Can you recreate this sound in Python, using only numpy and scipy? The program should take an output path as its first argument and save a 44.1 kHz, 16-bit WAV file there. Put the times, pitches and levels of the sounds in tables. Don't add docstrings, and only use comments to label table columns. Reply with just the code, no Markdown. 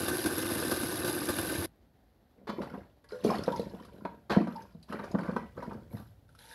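import sys
import numpy as np
from scipy import signal
from scipy.io import wavfile

SR = 44100
rng = np.random.default_rng(int(sys.argv[2]) if len(sys.argv) > 2 else 0)


def to_wav(s):
    ch = np.atleast_2d(s).T
    pcm = np.round(np.clip(ch, -1, 1) * 32767)
    wavfile.write(sys.argv[1], SR, pcm.astype(np.int16))


N = 288414
TIME = np.arange(N) / SR
RING = np.arange(SR // 2) / SR

# frequency in Hz, density in dB per Hz.
AIR_SPECTRUM = [(15, -67.5), (25, -28.5), (53, -3), (71, -13), (148, -23.5), (246, -18.5), (359, -25.5),
                (666, -26.5), (762, -27), (1020, -37), (1850, -38), (2420, -44.5), (4040, -43), (7700, -56),
                (15500, -53)]
# frequency in Hz, density in dB per Hz.
HISS_SPECTRUM = [(5000, -34.5), (8000, -18), (10000, -25.5), (11400, 2), (12600, -12.5), (15500, -18)]
AIR_RMS_DB, HISS_RMS_DB = -63.5, -87.5
# time in seconds, relative level in dB.
HANDLING_LEVEL = [(1.7, -62), (2.3, -69), (2.66, -48), (3.05, -66), (3.35, -42), (4.15, -56), (4.85, -54.5),
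                  (5.2, -46), (6.0, -48), (6.54, -60.5)]

# frequency in Hz, t60 in seconds.
ROOM_DECAY = [(100, 0.41), (500, 0.21), (2000, 0.3), (6000, 0.33), (15000, 0.26)]
# frequency in Hz, gain in dB.
MIC_RESPONSE = [(15, -26.5), (40, -11), (65, -1), (120, 1.5), (15000, -1)]
EDGE_HZ = 15750

# time in seconds, relative drumming level in dB, relative spray level in dB.
JET_LEVELS = [(0, -29, -32.5), (.3, -31, -34), (.55, -29, -33), (.85, -31, -33.5), (1.4, -31, -34),
              (1.65, -31.5, -34)]
JET_STOP_S = 1.659
# frequency in Hz, density in dB per Hz.
DRUM_SPECTRUM = [(21, -46.5), (35, -21), (97, -5.5), (166, -11.5), (338, -1), (419, -13), (510, -11),
                 (903, -16), (1180, -17.5), (1340, -21.5), (1540, -14.5), (1910, -37.5), (2500, -40),
                 (3250, -48), (5500, -120)]
# frequency in Hz, density in dB per Hz.
SPRAY_SPECTRUM = [(1180, -44), (2000, -12.5), (2350, -8.5), (2770, -7.5), (3120, -10.5), (3940, -4),
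                  (4320, -9), (4880, -4), (5540, -10), (7680, -14.5), (9590, -7), (11200, 2), (11800, -2),
                  (12700, -13.5), (15500, -22)]
# frequency in Hz, width in Hz, lift in dB.
BUCKET_RESONANCES = [(358, 130, 3.5), (483, 100, 4), (1200, 85, 7), (1550, 150, 7), (1778, 180, 15.5),
                     (2057, 29, 10.5), (2830, 450, 2), (3590, 60, 6.5), (4300, 850, 1), (5000, 77, 0)]
# start in seconds, relative peak in dB.
JET_SLUGS = [(0.08, -19), (0.257, -20), (0.379, -23), (0.712, -19.5), (0.83, -24), (1.045, -22.5),
             (1.076, -22.5), (1.287, -20), (1.384, -21.5)]

# start in seconds, length in seconds,
# then relative levels in dB of the slosh, the splash, the fine spray and the thin hiss.
GUSH_EVENTS = [(2.358, 0.04, -61, -76.5, -98, -100), (2.484, 0.17, -52, -63, -74, -78),
               (2.567, 0.19, -48.5, -54.5, -69, -79), (3.089, 0.19, -63.5, -59, -59.5, -77),
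               (3.235, 0.03, -33.5, -47, -60, -57), (3.274, 0.036, -35, -36.5, -49.5, -72),
               (3.442, 0.19, -41, -53.5, -57, -69), (3.708, 0.13, -53.5, -59.5, -68, -79),
               (3.921, 0.23, -55.5, -67, -76, -80), (4.294, 0.03, -41, -35.5, -57.5, -80),
               (4.48, 0.14, -58, -61, -67.5, -74.5), (4.876, 0.24, -49.5, -51.5, -63.5, -75),
               (5.168, 0.22, -45.5, -51.5, -63.5, -82), (5.551, .19, -46, -58.5, -66.5, -79),
               (5.901, .07, -56, -60, -67.5, -65.5)]
GUSH_RISE_S, GUSH_SAG_DB_PER_S = 0.021, 20
SLOSH_T60_S, SPLASH_T60_S, SPRAY_T60_S, MIST_T60_S = 0.4, 0.51, 1, 0.58
# frequency in Hz, density in dB per Hz.
SLOSH_SPECTRUM = [(41, -15.5), (70, -12), (134, -4), (215, 3.5), (284, -2), (445, -3), (613, -3.5),
                  (727, -30.5), (900, -19.5), (1170, -44), (1980, -120)]
# frequency in Hz, density in dB per Hz.
SPLASH_SPECTRUM = [(410, -34.5), (700, -2), (868, -12.5), (948, -4.5), (1270, -10.5), (1380, -7.5),
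                   (2070, -17), (2920, -24), (3500, -43), (4550, -72), (7700, -120)]
# frequency in Hz, density in dB per Hz.
FIZZ_SPECTRUM = [(1500, -19.5), (2500, -2.5), (3700, 2), (5200, 1), (6500, -8), (8000, -9), (11300, 1),
                 (12600, -18.5), (15500, -58)]
STRAY_DROPS_PER_S, STRAY_DB, STRAY_LOW_HZ, STRAY_HIGH_HZ = 17, 13, 2640, 5150

# start in seconds, # knock
# peak in dB, knock frequency in Hz, peak of the floor's boom in dB.
FISH_THUMPS = [(1.58, -32.5, 90.7, -38), (2.492, -31.5, 210, -51), (2.584, -28.5, 356, -67),
               (2.738, -36, 263, -37), (3.248, -14.5, 420, -30), (3.263, -22, 231, -41),
               (3.479, -15.5, 515, -30.5), (3.596, -24, 466, -34.5), (3.736, -37, 463, -36.5),
               (4.049, -35, 295, -34), (4.365, -18, 480, -11), (4.406, -23, 306, -36),
               (4.482, -31.5, 232, -31.5), (4.749, -41, 162, -46), (4.898, -40, 230, -37.5),
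               (4.995, -39.5, 208, -40), (5.142, -24, 275, -18), (5.284, -34, 186, -25),
               (5.360, -29, 223, -32.5), (5.676, -41, 222, -39), (5.752, -39.5, 126, -37.5),
               (5.939, -32.5, 107, -32)]
# frequency in Hz, relative level in dB, t60 in seconds.
WALL_MODES = [(185.4, 1.5, 0.053), (222, -8, 0.074), (320, 2, 0.046), (403, -3, 0.0083), (477, -0.5, 0.05),
              (644, -1.5, 0.054), (920, -54, 0.052), (1167, -6, 0.022), (1480, -21, 0.068)]
# frequency in Hz, gain in dB.
WALL_RADIATION = [(30, -21), (80, -13), (120, -12.5), (170, 2), (15000, -8)]
KNOCK_CYCLES = 20
BOOM_HZ, BOOM_T60_S, BOOM_DELAY_S = 191, 0.038, 0.00462

# start in seconds, relative peak in dB,
# relative level of the fine spray in dB.
WET_SLAPS = [(2.614, -32, -55), (2.737, -34.5, -68), (3.238, -42, -44.5), (3.479, -24, -65),
             (4.05, -23, -54), (4.47, -27, -56.5), (4.923, -26.5, -47), (4.988, -31.5, -62),
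             (5.037, -29, -53), (5.147, -22, -69), (5.185, -23.5, -52), (5.23, -32, -61), (5.255, -42, -69),
             (5.292, -27, -75), (5.363, -19, -46), (5.573, -29, -73), (5.622, -29.5, -61),
             (5.709, -33, -70), (5.965, -40, -68)]
# frequency in Hz, density in dB per Hz.
SLAP_SPECTRUM = [(80, -55), (170, -22.5), (280, 1), (420, 7.5), (680, 3.5), (1100, 1.5), (1600, -2),
                 (2000, -13.5), (2500, -18.5), (4500, -22.5), (7000, -68), (15000, -43)]
SLAP_T60_S, SLAP_HALVING_DB = 0.075, 8

# start in seconds, rms level in dB, length in seconds,
# t60 in seconds of the dying chatter.
RIM_SCRAPES = [(2.47, -43, 0.031, 0.024), (2.493, -39.5, 0.011, 0.026), (2.615, -50, 0.025, 0.049),
               (4.296, -33, 0.013, 0.022), (4.303, -32.5, 0.023, 0.085)]
# frequency in Hz, density in dB per Hz.
RIM_SPECTRUM = [(70, -10), (170, -5), (480, 1), (700, -3.5), (1100, 3), (1700, -6), (2600, -16),
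                (4400, -12.5), (6500, -28.5), (10000, -36), (12000, -28), (15000, -79)]
# frequency in Hz, relative level in dB, t60 in seconds.
POT_MODES = [(452, -2, .35), (581, -8, .8), (922, -9, .3), (1115, -3, .1), (1620, -5, .14), (1957, -3, .5),
             (2090, -8, .3), (2210, -8, .12), (2372, -8, .22), (2530, -12, .2), (3065, -6, .3),
             (3214, -5, .15), (3480, -5, .22), (3730, -6, .13), (4005, -3, .13), (4130, -7, .15),
             (4425, -6, .18), (4540, -6, .18), (5211, -3, .22), (5440, -6, .14), (5960, -5, .14),
             (9600, -2, .14)]
# start in seconds, peak in dB,
# frequency in Hz above which the contact wakes the modes ever less.
METAL_TAPS = [(2.495, -44, 3300), (3.04, -52.5, 1500), (3.2, -56, 650), (3.92, -50, 650), (4.31, -36, 4200),
              (5.365, -43, 2640)]
# frequency in Hz, relative level in dB, t60 in seconds.
BUMP_MODES = [(377, -15, 0.2), (433, 14, 0.055), (502, -2.5, 0.44), (581, -8.5, 0.89), (910, -18, 0.24),
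              (1427, -9, 0.19), (1575, -11, 0.12)]
BUMP_S, BUMP_PEAK_DB = 3.121, -31
# start in seconds, peak in dB, t60 in seconds.
BUBBLE_GULPS = [(3.523, -32.5, 0.13), (3.605, -48, 0.27), (4.554, -38, .14)]
GULP_HZ, GULP_WOBBLE = 920, 0.042

# start in seconds, relative peak in dB, nominal bubble frequency in Hz.
LOUD_DRIPS = [(3.042, -59, 1600), (3.088, -56, 4450), (3.244, -45.5, 5000), (3.383, -43, 3800),
              (3.435, -41, 5140), (3.521, -48.5, 3900), (3.561, -46.5, 5650), (3.595, -45.5, 3950),
              (3.849, -53, 1260), (4.56, -54.5, 4900), (4.621, -56, 5370), (4.828, -55, 4200),
              (4.906, -59, 3440), (5.115, -52, 5900), (6.29, -60.5, 1420), (6.35, -57, 1340),
              (6.388, -53.5, 4530)]
# time in seconds, relative level in dB.
STREAM_LEVEL = [(6.28, -77), (6.375, -77), (6.39, -57.5), (6.54, -51)]
# frequency in Hz, density in dB per Hz.
TRICKLE_SPECTRUM = [(240, -25), (400, -16), (503, -3), (772, -15), (914, 5.5), (1080, -24), (1630, -4.5),
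                    (2030, -15), (3250, -14.5), (3680, -11), (7910, -20.5), (11200, -6), (15500, -47)]


def amp(db):
    return 10 ** (np.asarray(db) / 20)


def unit(x):
    return x / np.sqrt(np.mean(x ** 2) + 1e-20)


def peaked(x, db):
    return amp(db) * x / abs(x).max()


def read(points, hz):
    f, value = np.transpose(points)
    return np.interp(np.log(hz + 1), np.log(f + 1), value)


def add(mix, s, sound):
    part = mix[max(round(s * SR), 0):][:len(sound)]
    part += sound[:len(part)]


def dying(t60, age=RING):
    return np.exp(-np.log(1000) * age / max(t60, 1e-3))


def ring(modes):
    return sum(amp(db) * dying(t60) * np.sin(2 * np.pi * hz * RING) for hz, db, t60 in modes)


def through(x, answer):
    return signal.fftconvolve(x, answer)[:len(x)]


def colour(x, spectrum, resonances=(), size=4096):
    hz = abs(np.fft.fftfreq(size, 1 / SR))
    db = read(spectrum, hz)
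    for f, width, lift in resonances:
        db = db + lift / (1 + (2 * (hz - f) / width) ** 2)
    log_gain = np.log(amp(np.maximum(db, -100)))
    response = np.exp(np.conj(signal.hilbert(log_gain)))
    return through(x, np.fft.ifft(response).real)


def patter(per_s, spread_db, clump_db, clump_s, wash):
    size = amp(spread_db * np.minimum(rng.exponential(1, N), 4)) * rng.choice([-1, 1], N)
    lands = rng.random(N) < per_s / SR
    drops = unit(size * lands) + wash * rng.standard_normal(N)
    window = signal.windows.hann(int(2 * clump_s * SR) + 3)
    clumps = unit(through(rng.standard_normal(N), window))
    return unit(drops * amp(clump_db * np.clip(clumps, -2, 2)))


def bubbling(per_s, low_hz, high_hz, t60_at_1k, count=6000):
    out, t = np.zeros(N), RING[:2000]
    gap, size, strength = rng.random((count, 3)).T
    starts = np.cumsum(-np.log(1 - gap)) / per_s
    keep = starts < N / SR
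    hz = (low_hz + (high_hz - low_hz) * size[keep])[:, None]
    life = t60_at_1k * np.sqrt(1000 / hz)
    rise = 1 + 0.049 * np.minimum(t / life, 1)
    rings = np.sin(2 * np.pi * hz * t * rise) * np.exp(-np.log(1000) * t / life) / np.sqrt(life)
    for s, sound in zip(starts[keep], rings * amp(-18 * strength[keep])[:, None]):
        add(out, s, sound)
    return unit(out)


def room(x, wet_db):
    signs = rng.choice([-1., 1.], len(RING))
    taps = signs * (rng.random(len(RING)) < 3000 / SR) * (RING > .005)
    hz, t, z = signal.stft(taps, SR, nperseg=256)
    decay = np.exp(-np.log(1000) * t / read(ROOM_DECAY, hz)[:, None])
    tail = signal.istft(z * decay, SR, nperseg=256)[1]
    return x + amp(wet_db) * through(x, tail / np.linalg.norm(tail))


def background():
    air = amp(AIR_RMS_DB) * unit(colour(patter(2100, 1.8, 1.0, 0.032, 1), AIR_SPECTRUM))
    hiss = amp(HISS_RMS_DB) * unit(colour(rng.standard_normal(N), HISS_SPECTRUM))
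    rumble_spectrum = [(20, -20), (45, -6), (68, -3.0), (105, -3.5), (160, -13), (400, -50.5)]  # (Hz, dB per Hz)
    rumble = unit(colour(rng.standard_normal(N), rumble_spectrum))
    s, db = np.transpose(HANDLING_LEVEL)
    handling = amp(np.interp(TIME, s, db, left=-120, right=-120) - 8.0)
    return air + hiss + handling * rumble


def stream():
    s, db = np.transpose(STREAM_LEVEL)
    level = amp(np.interp(TIME, s, db) - 1.5) * (TIME > s[0])
    impacts = patter(3000, 4.1, 1.0, 0.026, 0.51) + .5 * bubbling(800, 1200, 6100, 0.023)
    return level * unit(colour(impacts, TRICKLE_SPECTRUM))


def drip(peak_db, hz):
    drop = colour(.5 * rng.standard_normal(len(RING)) * dying(0.076), FIZZ_SPECTRUM)
    for delay, size, strength in rng.random(size=(4, 3)):
        bubble_hz = hz * (.8 + 0.351 * size)
        bubble = np.sin(2 * np.pi * bubble_hz * RING * (1 + 3 * RING)) * dying(0.031)
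        add(drop, 0.0043 * delay, strength * bubble)
    return peaked(drop, peak_db)


def drips():
    out = np.zeros(N)
    for s, db, hz in LOUD_DRIPS:
        add(out, s, drip(db + 6.0, hz))
    return out


def stray_drops(spray, count=70):
    out, s = np.zeros(N), GUSH_EVENTS[0][0]
    for gap, size in rng.random((count, 2)):
        s += 2 * gap / STRAY_DROPS_PER_S
        hz = STRAY_LOW_HZ + size * (STRAY_HIGH_HZ - STRAY_LOW_HZ)
        add(out, s, np.interp(s, TIME, spray) * drip(STRAY_DB, hz))
    return out


def taps():
    out = np.zeros(N)
    fade = np.minimum(RING / .004, 1) * (1 - (RING / RING[-1]) ** 2)
    for s, db, top_hz in METAL_TAPS:
        modes = [(hz, level - 20 * np.log10(1 + (hz / top_hz) ** 4), t60) for hz, level, t60 in POT_MODES]
        add(out, s, peaked(fade * ring(modes), db))
    return out


def tone_swell():
    return (1 - np.exp(-RING / 0.008)) * (1 - RING / RING[-1])


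def bump():
    out = np.zeros(N)
    add(out, BUMP_S, peaked(tone_swell() * ring(BUMP_MODES), BUMP_PEAK_DB))
    return out


def gulps():
    out = np.zeros(N)
    for s, db, t60 in BUBBLE_GULPS:
        waver = unit(through(rng.standard_normal(len(RING)), signal.windows.hann(300)))
        turns = np.cumsum(GULP_HZ * (1 + GULP_WOBBLE * waver)) / SR
        add(out, s, peaked(tone_swell() * dying(t60) * np.sin(2 * np.pi * turns), db))
    return out


def scrapes():
    out = np.zeros(N)
    for s, db, length, t60 in RIM_SCRAPES:
        chatter = unit(colour(patter(1600, 1.15, 0.65, 0.0046, 1.0)[:len(RING)], RIM_SPECTRUM))
        pressure = np.minimum(RING / 0.0029, 1) * dying(t60, np.maximum(RING - length, 0))
        add(out, s, amp(db) * chatter * pressure)
    return out


def jet():
    s, drum_db, spray_db = np.transpose(JET_LEVELS)
    impacts = patter(1500, 3.1, 1.0, 0.012, .55) + 0.18 * bubbling(300, 159, 2546, 0.02)
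    droplets = patter(2500, 3, 1.7, .005, .75) + .45 * bubbling(850, 2000, 12000, .04)
    drum = unit(colour(impacts, DRUM_SPECTRUM, BUCKET_RESONANCES))
    drum *= amp(np.interp(TIME, s, drum_db) - 7.0)
    spray = unit(colour(droplets, SPRAY_SPECTRUM, BUCKET_RESONANCES))
    spray *= amp(np.interp(TIME, s, spray_db) - 6.5)
    surge = np.minimum(RING / 0.0026, 1) * dying(0.11)
    for start, db in JET_SLUGS:
        burst = rng.standard_normal(len(RING)) * surge
        add(drum, start, peaked(colour(burst, DRUM_SPECTRUM, BUCKET_RESONANCES), db - 2))
        add(spray, start, peaked(colour(burst, SPRAY_SPECTRUM, BUCKET_RESONANCES), db - 6))
    since_stop = np.maximum(TIME - JET_STOP_S, 0)
    stop = np.exp(-since_stop / 0.00072) + amp(-20.0) * np.exp(-since_stop / 0.015)
    return (drum + spray) * stop


def flow(starts, lengths, dbs, t60):
    power = np.zeros(N)
    for s, length, db in zip(starts, lengths, dbs):
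        age = np.maximum(TIME - s, 0)
        settling = dying(t60, np.maximum(age - length, 0))
        sagging = amp(db - GUSH_SAG_DB_PER_S * age)
        power += (np.minimum(age / GUSH_RISE_S, 1) * sagging * settling) ** 2
    return np.sqrt(power)


def pour():
    s, length, slosh_db, splash_db, spray_db, mist_db = np.transpose(GUSH_EVENTS)
    slosh = flow(s, length, slosh_db, SLOSH_T60_S)
    splash = flow(s, length, splash_db, SPLASH_T60_S)
    spray = flow(s, length, spray_db, SPRAY_T60_S)
    mist = flow(s, length, mist_db, MIST_T60_S)
    large_bubbles = .9 * bubbling(300, 600, 3500, .03)
    tiny_bubbles = .8 * bubbling(500, 2500, 8000, .035)
    low = slosh * amp(4) * unit(colour(patter(700, 5.6, 4.4, 0.008, 0.2), SLOSH_SPECTRUM))
    splashing = patter(760, 1.4, 1.0, 0.0031, 0.52) + large_bubbles
    mid = splash * amp(2.5) * unit(colour(splashing, SPLASH_SPECTRUM))
    spraying = patter(1600, 1.3, 3.2, 0.0021, 0.6) + tiny_bubbles
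    high = spray * amp(-4.5) * unit(colour(spraying, FIZZ_SPECTRUM))
    hiss = mist * amp(2.0) * unit(colour(patter(3200, 5.3, 0.98, 0.012, 0.24), HISS_SPECTRUM))
    return low + mid + high + hiss + stray_drops(spray)


def slaps():
    out = np.zeros(N)
    drops = patter(2700, 2.5, 0.33, 0.0006, 1.0) + .5 * bubbling(900, 471, 2680, 0.041)
    droplets = patter(2700, 4.5, 0.93, 0.0041, .6) + 0.7 * bubbling(900, 2035, 7160, 0.068)
    spray = unit(colour(droplets, FIZZ_SPECTRUM))
    swell = np.minimum(RING / 0.0059, 1)
    smack = amp(13) * signal.unit_impulse(len(RING), round(0.00204 * SR))
    resonances = [(940, 64, 9.6), (1170, 89, 8.6), (1516, 37, 6.8)]  # (Hz, width Hz, lift dB)
    for s, db, spray_db in WET_SLAPS:
        t60 = SLAP_T60_S * 2 ** (-(db + 30) / SLAP_HALVING_DB)
        now = slice(round(s * SR), round(s * SR) + len(RING))
        cloud = drops[now] * swell * dying(t60) + smack
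        add(out, s, peaked(colour(cloud, SLAP_SPECTRUM, resonances), db - 3.5))
        add(out, s, amp(spray_db + 1.5) * spray[now] * swell * dying(1.22 * t60))
    return out


def blow(hz, t60, db):
    cycles = hz * RING
    phase = cycles / 0.089
    push = phase * (2 - phase) * np.exp(-phase)
    swing_up = 1 - np.exp(-(cycles / 0.45) ** 2)
    spot = np.sin(2 * np.pi * cycles) * dying(t60) * swing_up
    wall = unit(through(push, ring(WALL_MODES)))
    return peaked(unit(colour(spot, WALL_RADIATION)) + .5 * wall, db)


def thumps():
    out = np.zeros(N)
    for s, knock_db, hz, boom_db in FISH_THUMPS:
        add(out, s, blow(hz, KNOCK_CYCLES / hz, knock_db))
        add(out, s + BOOM_DELAY_S, blow(BOOM_HZ, BOOM_T60_S, boom_db))
    return out


def scene():
    blows, water, rim = thumps(), pour() + slaps() + stream(), scrapes()
    metal = ring(POT_MODES)
    drive = amp(-21.5) * water + amp(-10.0) * rim + amp(-53) * blows
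    singing = through(drive, metal / np.linalg.norm(metal))
    wet_sounds = water + rim + singing + bump() + gulps() + taps()
    in_vessel = room(blows, -8) + room(wet_sounds, -7) + room(drips(), -8.5)
    return (jet() + in_vessel + background())[None]


def record(dry):
    heard = colour(dry[0], MIC_RESPONSE)
    low_pass = signal.firwin(511, EDGE_HZ, window=("kaiser", 9), fs=SR)
    return signal.oaconvolve(heard, low_pass, "same")[None]


dry = scene()
out = record(dry)
to_wav(out)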